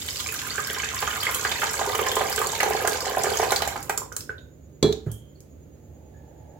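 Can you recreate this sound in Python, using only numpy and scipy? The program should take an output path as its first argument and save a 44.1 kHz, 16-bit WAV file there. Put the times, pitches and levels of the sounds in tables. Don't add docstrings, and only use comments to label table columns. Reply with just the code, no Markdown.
import sys
import numpy as np
from scipy import signal
from scipy.fft import rfft, irfft, next_fast_len
from scipy.io import wavfile
from scipy.ndimage import uniform_filter1d

SR = 44100
rng = np.random.default_rng(int(sys.argv[2]) if len(sys.argv) > 2 else 0)


def log_audio(samples):
    frames = np.atleast_2d(samples).T
    limited = np.clip(frames, -1, 1)
    pcm = np.round(limited * 32767).astype(np.int16)
    wavfile.write(sys.argv[1], SR, pcm)


N = 290831

# (time [s], relative gurgle level [dB], relative spray level [dB])
STREAM_FLOW = [(0.0, -45, -37), (0.35, -49, -36.5), (0.67, -45.5, -37.5), (1.63, -37, -35.5),
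               (2.01, -29.5, -37), (2.47, -31, -35), (2.69, -30.5, -38), (3.49, -30, -37), (3.87, -46, -49)]
# (time [s], relative peak [dB], bubble pitch [Hz], relative splash level [dB], relative thump level [dB])
AIR_POCKETS = [(0.262, -22, 2310, -40, -46), (0.289, -19, 2530, -35, -38), (0.58, -22.5, 1540, -29, -29.5),
               (0.701, -22, 1870, -38.5, -35), (0.764, -24, 1530, -34, -36.5),
               (0.837, -18, 2540, -31, -38.5), (1.024, -22.5, 1110, -21.5, -28.5),
               (1.076, -14, 1340, -27.5, -37), (1.129, -21, 1440, -27.5, -39),
               (1.23, -15.5, 3300, -30, -43), (1.268, -10.5, 2110, -24.5, -41),
               (1.289, -17.5, 1030, -28, -37.5), (1.449, -14.5, 1650, -18.5, -29.5),
               (1.516, -19.5, 900, -31, -36.5), (1.617, -20, 1660, -22, -39.5),
               (1.632, -14.5, 900, -20.5, -31), (1.794, -14, 1010, -35, -35), (1.813, -13, 770, -27, -28.5),
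               (1.874, -21, 982, -39, -23.5), (1.948, -18, 1070, -25.5, -26.5),
               (1.991, -13.5, 1160, -21.5, -21), (2.063, -19, 750, -20, -28), (2.168, -11, 982, -24, -18.5),
               (2.209, -11, 746, -20.5, -25.5), (2.38, -17, 1530, -29, -26.5),
               (2.416, -10, 1110, -27, -28.5), (2.602, -12, 1950, -17.5, -30),
               (2.63, -10, 835, -20.5, -22.5), (2.661, -13.5, 830, -27.5, -20),
               (2.707, -12, 740, -29.5, -24.5), (2.749, -13.5, 780, -31, -20.5),
               (2.848, -11, 700, -26, -27), (2.876, -13, 1580, -23, -22), (3.067, -16.5, 760, -32.5, -40),
               (3.102, -18.5, 740, -35, -36.5), (3.171, -8.5, 720, -33.5, -27.5),
               (3.242, -13, 710, -23.5, -25.5), (3.268, -12.5, 716, -28.5, -21),
               (3.318, -17.5, 735, -33, -22), (3.398, -8.5, 740, -25.5, -18),
               (3.429, -11.5, 716, -22.5, -26), (3.52, -12.5, 726, -17.5, -21),
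               (3.622, -13, 780, -24.5, -42), (3.675, -18, 740, -32, -41), (3.758, -19, 835, -29, -52),
               (3.896, -14, 780, -24.5, -28)]
# (time [s], relative ring level [dB], contact corner [Hz], crack level [dB])
VESSEL_BLOWS = [(4.827, -12, 7000, -6.5), (4.892, -31, 432, -51), (4.925, -37.5, 7000, -17.5),
                (5.063, -20.5, 112, -61)]

POUR_S = 4.2
THINS_S, THIN_DB_PER_S = 3.615, 56
BUILD_S, BUILD_DB = 0.56, -16.5
FULL_FLOW_DB = -32
GUSH_S, GUSH_DB = 0.058, 3.5
BIG_GULP_HZ = 770
WHINE_HZ, THROB_HZ, THROB_PEAK_S = 6755, 9.13, 6.07
LEFT_DB = -4
TOP_HZ = 16000


def stream(pot, gurgle_db=-7, tinkle_db=-38, foam_db=-4.0, spray_db=0.24, direct_db=-12, ring_db=-4,
           big_hz=620, big_octaves_per_db=-0.01, small_hz=1620, octaves_per_db=0.01):
    t = np.arange(N) / SR
    flow = flow_db(t)
    shrink = 2 ** (-octaves_per_db * flow)
    big_pitch_hz = big_hz * 2 ** (big_octaves_per_db * flow)
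    big = bubbles(rate=170, pitch_hz=big_pitch_hz, octaves=0.6, cycles=4.7, scatter_db=3.5)
    small = bubbles(rate=320, pitch_hz=small_hz * shrink, octaves=0.902, cycles=23.7, scatter_db=4.5)
    foam = bubbles(rate=240, pitch_hz=4900 * shrink, octaves=0.638, cycles=39, scatter_db=6)
    droplets = spray(rate=390, scatter_db=6.5, smear_s=0.0021, mist_db=-7)

    building = amp(BUILD_DB * np.maximum(1 - t / BUILD_S, 0))
    thinning = amp(-THIN_DB_PER_S * np.maximum(t - THINS_S, 0))
    running = np.clip((POUR_S - t) / 0.44, 0, 1)

    gurgle = steady(through(big, pot) + amp(direct_db) * big)
    gurgle = gurgle * amp(FULL_FLOW_DB + flow + gurgle_db)
    tinkle = steady(small + amp(ring_db) * through(small, pot))
    tinkle = tinkle * amp(tinkle_db) * building * thinning
    hiss = steady(foam) * amp(foam_db) + steady(droplets) * amp(spray_db)
    hiss = hiss * amp(curve(STREAM_FLOW, axis=2)) * running ** 2
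    return ((gurgle + tinkle) * gushes() + hiss) * running


def flow_db(s):
    when, gurgle_db, _ = np.transpose(STREAM_FLOW)
    return np.interp(s, when, gurgle_db) - FULL_FLOW_DB


def bubbles(rate, pitch_hz, octaves, cycles, scatter_db):
    out = np.zeros((2, N))
    for when, spread, life, size, place in rng.random((int(rate * POUR_S), 5)):
        s = when * POUR_S
        hz = pitch_hz[int(s * SR)] * 2 ** (octaves * (2 * spread - 1))
        gain = amp(-scatter_db * np.log(1 - .97 * size))
        add(out, s, gain * bubble(hz, cycles * (.5 + life), place))
    return out


def bubble(hz, cycles, place, glide=0.11, lag_s=0.00014):
    life = cycles / hz
    delay = np.array([[place * lag_s], [0]])
    age = np.maximum(seconds(life) - delay, 0) / life
    tone = np.sin(2 * np.pi * cycles * (age + glide * age ** 2 / 2))
    return tone * np.exp(-np.log(300) * age) * (1 - np.exp(-age * cycles * 2))


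def gushes():
    kicks = np.zeros(N)
    kicks[[int(row[0] * SR) for row in AIR_POCKETS]] = 1
    surge = signal.lfilter([1], [1, -np.exp(-1 / (GUSH_S * SR))], kicks)
    return amp(GUSH_DB * np.minimum(surge, 1))


def spray(rate, scatter_db, smear_s, mist_db, size=70):
    # (frequency [Hz], level [dB])
    spray_colour = [(300, -32.5), (1200, -5.5), (2500, 1), (3500, 1), (4800, -3.5), (6200, -0.5),
                    (7400, 7.5), (8400, -5.5), (12000, -1), (16000, -6.5)]
    out = 0
    for edges_hz in [(300, 4500), (4500, 9000), (9000, 17000)]:
        ticks = np.zeros(N)
        when, mass = rng.random((int(rate * N / SR), 2)).T
        ticks[(when * N).astype(int)] = amp(scatter_db * np.minimum(-np.log(1 - mass), 4.5))
        power = signal.lfilter([1], [1, -np.exp(-2 / (smear_s * SR))], ticks ** 2)
        power = np.abs(uniform_filter1d(power, size))
        hiss = np.sqrt(power / power.mean() + amp(mist_db) ** 2) * rng.standard_normal((2, N))
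        out = out + signal.sosfilt(signal.butter(2, edges_hz, "band", fs=SR, output="sos"), hiss)
    return colour(out, spray_colour)


def pot_air(apart_hz=2200, lag_s=0.00008):
    # (frequency [Hz], width [Hz], level [dB])
    air_modes = [(353,7.3,-10.5), (412.6,16,0.5), (431.7,29,3), (505,16,-8.5), (532,31,1), (671,22,-5),
                 (745,17,6), (794,49,-6.5), (915,22,-9), (1020,23,-9.5), (1110,25,-6.5), (1142,21,-6),
                 (1330,28,-10.5), (1610,93,3), (1700,25,-8)]
    t = seconds(.12)
    side = np.array([[-1], [1]])
    response = 0
    for k, (hz, width, db) in enumerate(air_modes):
        decay = 2 * np.pi * width / SR * np.exp(-np.pi * width * t)
        phase = 2 * np.pi * hz * (t + side * lag_s / 2) + side * (-1) ** k * hz / apart_hz
        response = response + amp(db) * decay * np.cos(phase)
    return response


def thump(pot, hz=445, cycles=7.7):
    dent = np.pad(bubble(hz, cycles, .5), ((0, 0), (0, pot.shape[1])))
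    return peak(through(dent, pot))


def gulps(pot, gulp_db=-1.5, cycles=9, cluster_db=4, cluster_s=.013, slap_db=7.0, ring_db=-5,
          boom_db=2, follow=.25):
    # (frequency [Hz], level [dB])
    slap_colour = [(200, -19.5), (700, -0.5), (1700, 0), (2600, -11.5), (8000, -21.5)]
    out, count = np.zeros((2, N)), 6000
    boom = thump(pot)
    for s, db, hz, splash_db, thump_db in AIR_POCKETS:
        bright = (hz / BIG_GULP_HZ) ** follow
        main = bubble(hz, cycles * hz / BIG_GULP_HZ, rng.random(), glide=0.047)
        main = np.pad(main, ((0, 0), (0, count)))
        slap = burst(0.0055, [(f * bright, d) for f, d in slap_colour], rise_s=0.0025)
        add(out, s, amp(db + gulp_db) * peak(main + amp(ring_db) * through(main, pot)))
        add(out, s, amp(thump_db + boom_db) * boom)
        add(out, s, amp(splash_db + slap_db) * slap)
        for wait, pitch, place in rng.random((4, 3)):
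            shed = bubble(950 * bright * 2 ** (1.6 * pitch), 8.2, place)
            add(out, s + cluster_s * wait ** 2, amp(splash_db + cluster_db) * shed)
    return out


def splats(splat_db=0, tone_db=0.5, decay_s=0.0019, cycles=38, mist_db=6, fallback_db=-19.0,
           fallback_s=0.027):
    # (time [s], relative peak [dB], brightest pitch [Hz], fine mist relative to it [dB])
    sharp_splats = [(1.345, -19.5, 3200, 2), (1.5148, -17, 3580, -22.5), (1.732, -16.5, 7400, -18),
                    (1.9505, -18.5, 2920, -11), (2.1151, -14, 3290, -14), (2.1536, -15.5, 7600, -19.5),
                    (2.326, -17.5, 5000, -20), (2.3593, -14, 7500, -19), (2.415, -20, 7900, -20.5),
                    (2.4691, -15.5, 7400, -13), (2.63, -14, 6200, -24.5), (2.8732, -12, 7350, -8.5),
                    (3.005, -17, 5100, -19), (3.2348, -12, 7200, -15), (3.3348, -23, 3170, -7.5),
                    (3.3712, -14, 6450, -22), (3.5057, -15, 3900, -10), (3.5189, -12.5, 7100, -27),
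                    (3.56, -11, 4490, -35), (3.6195, -14, 3960, -21), (3.675, -18, 7000, -10),
                    (3.8267, -25.5, 6840, -7), (3.8942, -17, 7100, -12), (3.975, -12, 7100, -17),
                    (4.123, -29.5, 6040, -11), (4.1642, -14.5, 7340, -12), (4.2057, -26, 5200, -21),
                    (5.1147, -31, 9350, -3.5), (5.4034, -42.5, 6570, -10)]
    mist_colour = [(3000, -32.5), (7000, -2.5), (13000, -2.0), (16000, -8.0)]
    out, t = np.zeros((2, N)), seconds(0.09)
    shape = np.exp(-t / decay_s) + amp(fallback_db) * np.exp(-t / fallback_s)
    shape = shape * (1 - np.exp(-t / 0.002))
    for s, db, hz, mist_rel in list(sharp_splats) + lesser_splats():
        mist = colour(rng.standard_normal((2, len(t))) * shape, mist_colour, size=512)
        smack = [(hz / 4, -20), (hz * 0.74, -6), (hz, 0), (hz * 1.29, -7), (hz * 3, -13)]
        add(out, s, amp(db + splat_db) * burst(decay_s, smack, rise_s=0.0022))
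        add(out, s + 0.001046, amp(db + tone_db) * bubble(hz, cycles, rng.random()))
        add(out, s, amp(db + mist_rel + mist_db) * peak(mist))
    return out


def lesser_splats(rate=5, db=-22.0, spread_db=3, pitch_hz=4800, octaves=.65, mist_db=-15):
    when, size, pitch = rng.uniform(-1, 1, (int(rate * THINS_S), 3)).T
    s = THINS_S * (when + 1) / 2
    hz = pitch_hz * 2 ** (octaves * pitch)
    return list(zip(s, db + spread_db * size, hz, np.full(len(s), mist_db)))


def drips(pot, rise_s=0.0008, slap_db=-12, boom_db=-10):
    # (time [s], relative peak [dB], bubble pitch [Hz], ring length [cycles], glide [share])
    last_drips = [(3.896,-23.5,1540,27,0.016), (3.897,-24.5,2460,30,0), (3.978,-23.5,1220,5.7,0.04),
                  (4.018,-25.5,1000,8.4,0.088), (4.119,-28.5,1390,14,0.12), (4.166,-30,1370,5.3,0.0029),
                  (4.293,-21.5,1540,46,-0.078), (4.382,-37.5,3710,41,.03)]
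    out, boom = np.zeros((2, N)), thump(pot)
    for s, db, hz, cycles, glide in last_drips:
        plink = bubble(hz, cycles, rng.random(), glide=glide)
        plink = plink * (1 - np.exp(-np.arange(plink.shape[1]) / SR / rise_s))
        pat = burst(0.014, [(hz / 3, -16), (hz, 0), (hz * 2, -18), (hz * 4, -30)])
        add(out, s, amp(db) * peak(plink))
        add(out, s, amp(db + slap_db) * pat)
        add(out, s, amp(db + boom_db) * boom)
    return out


def knock_ring(rise_s=0.002, contact_damping=0.37):
    # (frequency [Hz], relative level [dB], decay by 60 dB [s])
    vessel_modes = [(67.9, -15.5, 0.84), (111, -11.5, 0.28), (151.4, -4, 0.22), (185.6, -15, .2),
                    (212.5, -13, 0.57), (242, -11.5, 0.198), (274, -7.5, 0.21), (284.5, -6.5, 0.27),
                    (333, -3, 0.22), (363.5, -2.5, 0.18), (406, 4, .1), (415, 2.5, 0.22), (437.2, -2, 0.27),
                    (497, -17, .2), (562, -14.5, 0.23), (648, -19, 0.18), (776, -24, 0.44),
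                    (900, -27, 0.28), (1060, -25, 0.22), (1740, -28.5, 0.28), (2340, -26.5, 0.253),
                    (3360, -13, 0.2), (3470, -15, 0.14), (3800, -24, 0.288), (4100, -18, .27),
                    (4307, -30, 0.316)]
    out, t = np.zeros((2, N)), seconds(.7)
    hz, mode_db, t60 = np.transpose(vessel_modes)
    modes = np.exp(np.outer(2j * np.pi * hz - np.log(1000) / t60, t)) * (1 - np.exp(-t / rise_s))
    for s, db, corner_hz, _ in VESSEL_BLOWS:
        contact = 1 / np.hypot(1 - (hz / corner_hz) ** 2, contact_damping * hz / corner_hz)
        push = amp(db + mode_db) * contact * np.exp(2j * np.pi * rng.random(len(hz)))
        add(out, s, (push @ modes).imag)
    return out


def shudder(shudder_db=-3, t60=0.34, soft_hz=250):
    body_colour = [(60, -34), (170, 0.5), (430, -3.5), (520, -9), (4000, -39)]
    out, t = np.zeros((2, N)), seconds(0.48)
    for s, db, corner_hz, _ in VESSEL_BLOWS:
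        body = colour(stereo_noise(len(t), alike_hz=900) * amp(-60 * t / t60), body_colour)
        add(out, s, amp(db + shudder_db) * corner_hz / (corner_hz + soft_hz) * peak(body))
    return out


def knock_clatter(decay_s=0.0028, rattle_db=-9, rattle_s=0.048):
    # (frequency [Hz], level [dB])
    crack_colour = [(200, -3), (900, -9), (1700, -10.5), (2900, -8), (3700, 1.5), (4500, 3), (5400, -5),
                    (6400, 0), (7700, -4), (8700, -18), (16000, -18)]
    # (time [s], peak [dB], pitch [Hz], relative half-width [share], decay by 60 dB [s], rise [s])
    settling_pings = [(4.925, -23, 3780, 0.077, 0.034, 0.00065), (5.063, -42.5, 1470, 0.16, 0.2, .001),
                      (5.085, -43, 3220, 0.036, 0.49, .06), (5.352, -56.5, 4380, .03, 0.15, .002),
                      (6.13, -56, 1730, 0.036, 0.33, 0.016)]
    rattle_colour = [(80, -34.0), (300, -21), (600, 3), (900, -3), (1500, -9.5), (3000, -28), (9000, -39)]
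    out, t = np.zeros((2, N)), seconds(0.43)
    for s, db, corner_hz, crack_db in VESSEL_BLOWS:
        add(out, s, amp(crack_db) * burst(decay_s, crack_colour, rise_s=0.00044))
        rattle = burst(rattle_s, rattle_colour)
        add(out, s, amp(db + rattle_db) * corner_hz / (corner_hz + 700) * rattle)
    for s, db, hz, width, t60, rise_s in settling_pings:
        band = signal.butter(2, [hz / (1 + width), hz * (1 + width)], "band", fs=SR, output="sos")
        shape = amp(-60 * t / t60) * (1 - np.exp(-t / rise_s))
        ping = signal.sosfilt(band, rng.standard_normal((2, len(t)))) * shape
        add(out, s, amp(db) * peak(ping))
    return out


def background(whine_db=-70, hiss_db=-73, throb_db=9, hiss_throb_db=-0.5):
    # (time [s], level [dB])
    rumble_colour = [(28, -38), (45, -14.5), (70, 1.5), (115, -3.5), (170, -9.5), (260, -7.5), (400, -11.5),
                     (580, -14), (750, -27), (1100, -33), (2500, -38), (5500, -45.5), (9000, -49),
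                     (15500, -38.5)]
    rumble_level = [(0, -45), (1.2, -43.5), (3.6, -42.5), (4.6, -49.5), (5.5, -48.5), (6.59, -49)]
    # (frequency [Hz], level [dB])
    hum_tones = [(75.4, -55), (102.3, -59.5), (147, -57)]
    # (frequency [Hz], level [dB])
    hiss_colour = [(100, -62), (5800, -42), (6250, -6.5), (6550, 0.5), (6760, 0.5), (6950, -2.5),
                   (7050, -6.5), (7600, -13), (8300, -36)]
    # (time [s], level [dB])
    rush_colour = [(200, -21.5), (350, -12), (520, 3), (650, -1.5), (880, 0), (1050, -25), (1450, -26.5),
                   (1720, -15.5), (2100, -27.5), (8000, -40)]
    rush_level = [(0, -79), (5.4, -79), (5.9, -63.5), (6.35, -56), (6.59, -54)]

    def air(points, alike_hz):
        x = colour(stereo_noise(N, alike_hz), points, size=4096)
        return x / x.std()

    t = np.arange(N) / SR
    hum = 0
    for hz, db in hum_tones:
        hum = hum + amp(db) * np.sqrt(2) * np.sin(2 * np.pi * (hz * t + rng.random()))
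    throb = np.cos(2 * np.pi * THROB_HZ * (t - THROB_PEAK_S))
    waver = np.cumsum(rng.standard_normal((2, N)), axis=1) * .03
    whine = np.sqrt(2) * np.sin(2 * np.pi * WHINE_HZ * t + waver)
    whine = whine * amp(whine_db + throb_db * (throb - 0.5))
    hiss = amp(hiss_db + hiss_throb_db * throb) * air(hiss_colour, 100)
    rumble = amp(curve(rumble_level)) * air(rumble_colour, 370)
    rush = amp(curve(rush_level)) * air(rush_colour, 600)
    return hum + whine + hiss + rumble + rush


def room(x, near_db, far_db, near_s=0.0064, t60=0.34, treble_t60=0.26):
    t = seconds(.6)
    near = stereo_noise(len(t), alike_hz=900) * np.exp(-t / near_s) * (t > .0003)
    near = signal.sosfilt(signal.butter(2, 1100, "high", fs=SR, output="sos"), near)
    tail = stereo_noise(len(t), alike_hz=332) * (1 - np.exp(-t / 0.0015))
    low = signal.sosfilt(signal.butter(1, 4000, fs=SR, output="sos"), tail)
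    far = low * amp(-60 * t / t60) + (tail - low) * amp(-60 * t / treble_t60)
    response = amp(near_db) * near / np.linalg.norm(near[0])
    response += amp(far_db) * far / np.linalg.norm(far[0])
    response[:, 0] += 1
    return through(x, response / np.linalg.norm(response[1]))


def burst(decay_s, points, rise_s=0.0016):
    t = seconds(.04)
    shape = np.exp(-t / decay_s) * (1 - np.exp(-(t / rise_s) ** 2))
    return peak(colour(stereo_noise(len(t), alike_hz=1530) * shape, points, size=512))


def stereo_noise(count, alike_hz):
    size = next_fast_len(count, True)
    mid, side = rfft(rng.standard_normal((2, size)))
    alike = 1 / (1 + (np.fft.rfftfreq(size, 1 / SR) / alike_hz) ** 2)
    mid, side = mid * np.sqrt((1 + alike) / 2), side * np.sqrt((1 - alike) / 2)
    return irfft(np.array([mid + side, mid - side]), size)[:, :count]


def colour(x, points, size=2048):
    hz, db = np.transpose(points)
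    gain = amp(np.interp(np.log(np.fft.rfftfreq(size, 1 / SR) + 1), np.log(hz), db))
    cepstrum = irfft(np.log(gain))
    cepstrum[1:size // 2] *= 2
    cepstrum[size // 2 + 1:] = 0
    return through(x, irfft(np.exp(rfft(cepstrum))))


def through(x, response):
    return signal.oaconvolve(x, np.atleast_2d(response), axes=1)[:, :x.shape[1]]


def amp(db):
    return 10 ** (np.asarray(db) / 20)


def curve(rows, axis=1):
    rows = np.array(rows)
    return np.interp(np.arange(N) / SR, rows[:, 0], rows[:, axis])


def seconds(length):
    return np.arange(int(length * SR)) / SR


def peak(x):
    return x / np.abs(x).max()


def steady(x, size=6000):
    power = np.abs(uniform_filter1d((x * x).mean(axis=0), size))
    return x / np.sqrt(power + 1e-12)


def add(track, s, sound):
    start = max(int(s * SR), 0)
    part = sound[..., :max(N - start, 0)]
    track[:, start:start + part.shape[-1]] += part


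def scene(milk_db=2):
    pot = pot_air()
    milk = room(stream(pot) + gulps(pot) + drips(pot) + splats(), near_db=-6.0, far_db=-3.0)
    knock = room(knock_ring() + shudder(), near_db=-18.0, far_db=-11.0)
    clatter = room(knock_clatter(), near_db=-5.5, far_db=-5.0)
    balance = amp(np.array([[LEFT_DB], [-LEFT_DB]]) / 2)
    return (amp(milk_db) * milk + knock + clatter + background()) * balance


def record(dry):
    rounded = .85 * np.tanh(dry / .85)
    return signal.sosfilt(signal.ellip(10, .2, 80, TOP_HZ, fs=SR, output="sos"), rounded)


dry = scene()
out = record(dry)
log_audio(out)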